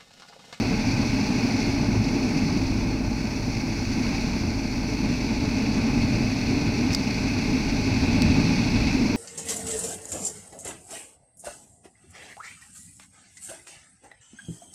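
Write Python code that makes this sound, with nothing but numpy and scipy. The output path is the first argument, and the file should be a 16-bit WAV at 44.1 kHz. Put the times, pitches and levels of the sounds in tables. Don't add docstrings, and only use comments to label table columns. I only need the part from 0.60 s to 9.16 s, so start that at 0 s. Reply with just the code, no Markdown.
import sys
import numpy as np
from scipy import signal
from scipy.fft import rfft, irfft
from scipy.io import wavfile
from scipy.ndimage import uniform_filter1d

SR = 44100
rng = np.random.default_rng(int(sys.argv[2]) if len(sys.argv) > 2 else 0)


def unload_audio(sound):
    columns = np.transpose(np.atleast_2d(sound))
    steps = np.round(np.clip(columns, -1, 1) * 32767)
    wavfile.write(sys.argv[1], SR, steps.astype(np.int16))


N = 377496
TIME = np.arange(N) / SR
FREQ = np.fft.rfftfreq(N, 1 / SR) + 1e-3


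def undb(db):
    return 10 ** (np.asarray(db) / 20)


def unit(x):
    return x / np.sqrt(np.mean(x ** 2))


def curve(table):
    return np.interp(TIME, *np.transpose(table))


def walk(rate_hz):
    lowpass = np.exp(-(FREQ / rate_hz) ** 2)
    return unit(irfft(rfft(rng.standard_normal(N)) * lowpass, N))


def grains(per_second, spread_db):
    hit = rng.random(N) < per_second / SR
    size = np.minimum(rng.exponential(size=N), 5)
    sign = np.sign(rng.standard_normal(N))
    return unit(hit * undb(spread_db * size) * sign)


# centre_hz, width_hz, lift_db
CASE_RESONANCES = [(443, 53, 8.5), (603.5, 47, 9), (853, 63, 5), (1525, 157, 6.5), (2207, 386, 8),
                   (2537, 253, 7), (3424, 59, 5), (4385, 170, 3), (5885, 220, 4), (7840, 320, 4.5),
                   (9840, 220, 4)]


def through_case(x, spectrum):
    hz, db = np.transpose(spectrum)
    response_db = np.interp(np.log(FREQ), np.log(hz), db)
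    response_db = response_db - 10 * np.log2(np.maximum(FREQ / hz[-1], 1))
    for centre_hz, width_hz, lift_db in CASE_RESONANCES:
        response_db = response_db + lift_db / (1 + (2 * (FREQ - centre_hz) / width_hz) ** 2)
    cepstrum = irfft(np.log(undb(response_db)), N)
    cepstrum[1:N // 2] *= 2
    cepstrum[N // 2 + 1:] = 0
    return irfft(rfft(x) * np.exp(rfft(cepstrum)), N)


def eddies(spectrum):
    air = through_case(rng.standard_normal(N), spectrum)
    return air / np.sqrt(uniform_filter1d(air ** 2, size=5000))


# freq_hz, density_db
HISS_SPECTRUM = [(3000, -8), (7000, -6), (8600, 4), (10100, 0.5), (11500, 0), (13000, 0.5), (16000, -4)]


def air_hiss(hiss_db=-59.5, follow_db_per_db=0.4):
    gravel_db = curve(GRAVEL_LEVEL)
    level_db = hiss_db + follow_db_per_db * (gravel_db - gravel_db.mean())
    return unit(through_case(rng.standard_normal(N), HISS_SPECTRUM)) * undb(level_db)


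# freq_hz, density_db
BUFFET_SPECTRUM = [(60, -29), (150, -12.5), (185, -8.5), (220, -1), (268, 0), (310, -10), (400, -19),
                   (520, -32), (900, -55)]
RUMBLE_SPECTRUM = [(15, -31), (27, -5), (48, -3), (66, -9), (84, -6.5), (102, 3.5), (135, -2.5),
                   (175, -6.5), (260, -22), (600, -50.5)]
RUSH_SPECTRUM = [(250, -9), (450, -4.5), (800, 2.5), (1050, -2.5), (1300, -8.5), (2000, -15.5), (3000, -19),
                 (8000, -54)]
# start_s, flow_db
AIRFLOW_LEVEL = [(0, 1.1), (1.85, 1.5), (2.1, -1.1), (2.75, -4.5), (3.45, -2.1), (4.05, -2.5), (4.9, -1),
                 (5.3, 3), (5.55, 2.5), (5.75, -0.5), (7.2, 0), (7.7, 4.5), (8.1, 1), (8.56, 2)]
# peak_s, lift_db
GUST_PEAKS = [(3.38, 4), (4.48, 4.5), (5.93, 2.5), (6.221, 3.5), (6.95, 4.5), (8.41, 5)]
GUST_S = 0.057
SWELL_HZ, SWELL_DB = 3.8, 0.24
RUSH_POWER = 1.45


def wind(buffet_db=-26.0, rumble_db=-30.5, rush_db=-38.0, rumble_follow=.5, rush_follow=0.45,
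         rush_load=0.068, flutter_db=1.0, surge_db=1.0):
    flow_db = curve(AIRFLOW_LEVEL)
    gust_db = SWELL_DB * walk(SWELL_HZ)
    for peak_s, lift_db in GUST_PEAKS:
        gust_db = gust_db + lift_db * np.exp(-((TIME - peak_s) / GUST_S) ** 2)
    buffet = eddies(BUFFET_SPECTRUM) * undb(buffet_db + flow_db + gust_db)
    surge = surge_db * walk(SWELL_HZ)
    rumble = eddies(RUMBLE_SPECTRUM) * undb(rumble_db + rumble_follow * flow_db + surge)
    crank_hz = curve(CRANK_SPEED)
    speed = crank_hz / crank_hz.mean()
    rush_level_db = rush_db + rush_follow * flow_db + rush_load * curve(ENGINE_LOAD)
    rush = eddies(RUSH_SPECTRUM) * speed ** RUSH_POWER * undb(rush_level_db)
    return (buffet + rumble + rush) * undb(flutter_db * walk(26))


# peak_s, level_db, pitch_hz (mean), length_s (to 1/e each side)
WIND_THUDS = [(0.275, -29, 100, .07), (1.376, -21.5, 104.7, 0.048), (1.898, -29.5, 180.7, 0.16),
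              (3.87, -31, 88, 0.11), (4.86, -32.5, 100.2, 0.059), (7.419, -28, 85.1, 0.17),
              (7.684, -25, 90, 0.044), (7.864, -27, 160, 0.36), (8.236, -27, 62, 0.039)]


def thuds():
    total = np.zeros(N)
    for peak_s, level_db, pitch_hz, length_s in WIND_THUDS:
        swell = np.exp(-((TIME - peak_s) / length_s) ** 2)
        wavering_hz = pitch_hz * (1 + 0.1163 * walk(34.5))
        tone = np.sqrt(2) * np.sin(2 * np.pi * np.cumsum(wavering_hz) / SR)
        total += undb(level_db) * swell * tone
    return total


# freq_hz, density_db
TYRE_SPECTRUM = [(1000, -16), (2200, -2), (2700, -3), (3100, -14.5), (3800, -8.5), (4400, 3), (5200, 0),
                 (6100, -2.5), (6800, -11), (8500, -28.5), (10500, -20), (11500, -34)]
GRIT_SPECTRUM = [(1000, -12.5), (2300, -3.5), (3100, -11), (4500, 0.5), (6000, -4), (7500, -16),
                 (11000, -38)]
# start_s, level_db
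GRAVEL_LEVEL = [(0, -37.5), (1.1, -36), (1.28, -39.5), (1.75, -38), (2.15, -39.5), (2.45, -43), (2.56, -40),
                (3.55, -37.5), (3.9, -40), (5, -39), (7.7, -37), (8.56, -37)]


def tyres(trim_db=1, grit_db=-9, bumps_db=0.98):
    grind = unit(through_case(rng.standard_normal(N), TYRE_SPECTRUM))
    stones = unit(through_case(grains(900, 3.5), GRIT_SPECTRUM)) * undb(grit_db)
    return (grind + stones) * undb(curve(GRAVEL_LEVEL) + trim_db + bumps_db * walk(57))


# freq_hz, density_db
CRACK_SPECTRUM = [(1000, -18), (3500, -12), (4700, 0), (6000, -4), (7500, -14), (12000, -20), (16000, -28)]
# start_s, level_db (ring peak), pitch_hz, decay_s, crack_share (before crack_db), snap_share
CASE_CLICKS = [(3.620, -34, 5000, .003, .5, .05), (6.3214, -30, 5200, .002, .6, .02),
               (6.3315, -21, 5000, .0018, .6, .02), (6.3365, -24, 5600, .003, .7, .02),
               (6.3482, -11.5, 4950, .0017, .5, .025), (6.3507, -20, 4700, .0015, .8, .04),
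               (7.6207, -11.5, 4500, .0012, .45, .17)]


def clicks(crack_db=8):
    direct, cracks = np.zeros(N), np.zeros(N)
    t = TIME[:SR // 20]
    for start_s, level_db, pitch_hz, decay_s, crack_share, snap_share in CASE_CLICKS:
        start = int(start_s * SR)
        span = slice(start, start + len(t))
        fade = undb(level_db) * np.exp(-t / decay_s)
        ring = np.sin(2 * np.pi * pitch_hz * t)
        snap = snap_share * rng.standard_normal(len(t))
        direct[span] += fade * (ring + snap)
        cracks[span] += fade * crack_share * rng.standard_normal(len(t))
    return direct + undb(crack_db) * through_case(cracks, CRACK_SPECTRUM)


# start_s, crank_hz (turns per second)
CRANK_SPEED = [(.9, 56.3), (1.35, 53.4), (2.35, 50.1), (3.55, 52.08), (4.3, 50.1), (5.2, 49), (5.8, 49.3),
               (6.5, 51.02), (8.56, 53.35)]
# start_s, load_db (re cruising)
ENGINE_LOAD = [(.9, 1), (1.3, -3), (2.3, -3), (2.65, -14), (3.2, -7), (3.55, 2), (3.8, -9.5), (4.25, -6),
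               (4.5, 0.5), (7.25, 3), (7.6, 7), (8.3, 6.5), (8.56, -1.5)]
# start_s, level_db
HUM_LEVEL = [(.9, -52), (1.35, -32), (1.8, -45), (2.15, -31), (2.8, -39.5), (4.4, -36), (6, -41.5),
             (7.6, -36.5), (8.56, -48)]
# freq_hz, density_db
EXHAUST_SPECTRUM = [(15, -16), (26, 9.5), (60, 1.5), (105, 10), (160, -4), (250, 3.5), (350, -19.5),
                    (900, -27.5), (2000, -45)]
CLATTER_SPECTRUM = [(700, -20), (1500, -9.5), (2200, -3), (2650, 3.5), (3100, -10.5), (4100, 1.5),
                    (5500, -9.5), (7000, -27), (8000, -20), (11000, -37)]


def engine(scatter_db=4.0, exhaust_db=-35.0, exhaust_follow=.3, clatter_db=-41.5, knock_cycles=0.31,
           steady_rattle=2.2, whine_db=-47, whine_swing_db=6, whine_slack=.7, waver_db=1.5):
    load_db = curve(ENGINE_LOAD)
    turns = np.cumsum(curve(CRANK_SPEED)) / SR
    cycle = (turns / 2).astype(int)
    strength = undb(scatter_db * rng.standard_normal(N))[cycle]
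    firings = np.diff(cycle, prepend=0) * strength
    exhaust_level_db = exhaust_db + exhaust_follow * load_db
    exhaust = unit(through_case(firings, EXHAUST_SPECTRUM)) * undb(exhaust_level_db)
    hum = np.sin(2 * np.pi * turns) * np.sqrt(2) * undb(curve(HUM_LEVEL))
    knocks = steady_rattle + strength * np.exp(-(turns / 2 % 1) / knock_cycles)
    clatter = unit(through_case(knocks * grains(12000, 1.2), CLATTER_SPECTRUM))
    clatter = clatter * undb(clatter_db + load_db)
    mesh = np.sin(13 * np.pi * turns) * np.sqrt(2)
    swing_db = whine_swing_db * np.tanh(whine_slack * load_db)
    whine = mesh * undb(whine_db - swing_db + waver_db * walk(7.6))
    return exhaust + hum + clatter + whine


def scene():
    return (air_hiss() + wind() + thuds() + tyres() + clicks() + engine())[None]


TOP_HZ = 15750


def record(dry):
    lowpass = signal.ellip(10, .1, 80, TOP_HZ, fs=SR, output="sos")
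    return signal.sosfilt(lowpass, dry)


dry = scene()
out = record(dry)
unload_audio(out)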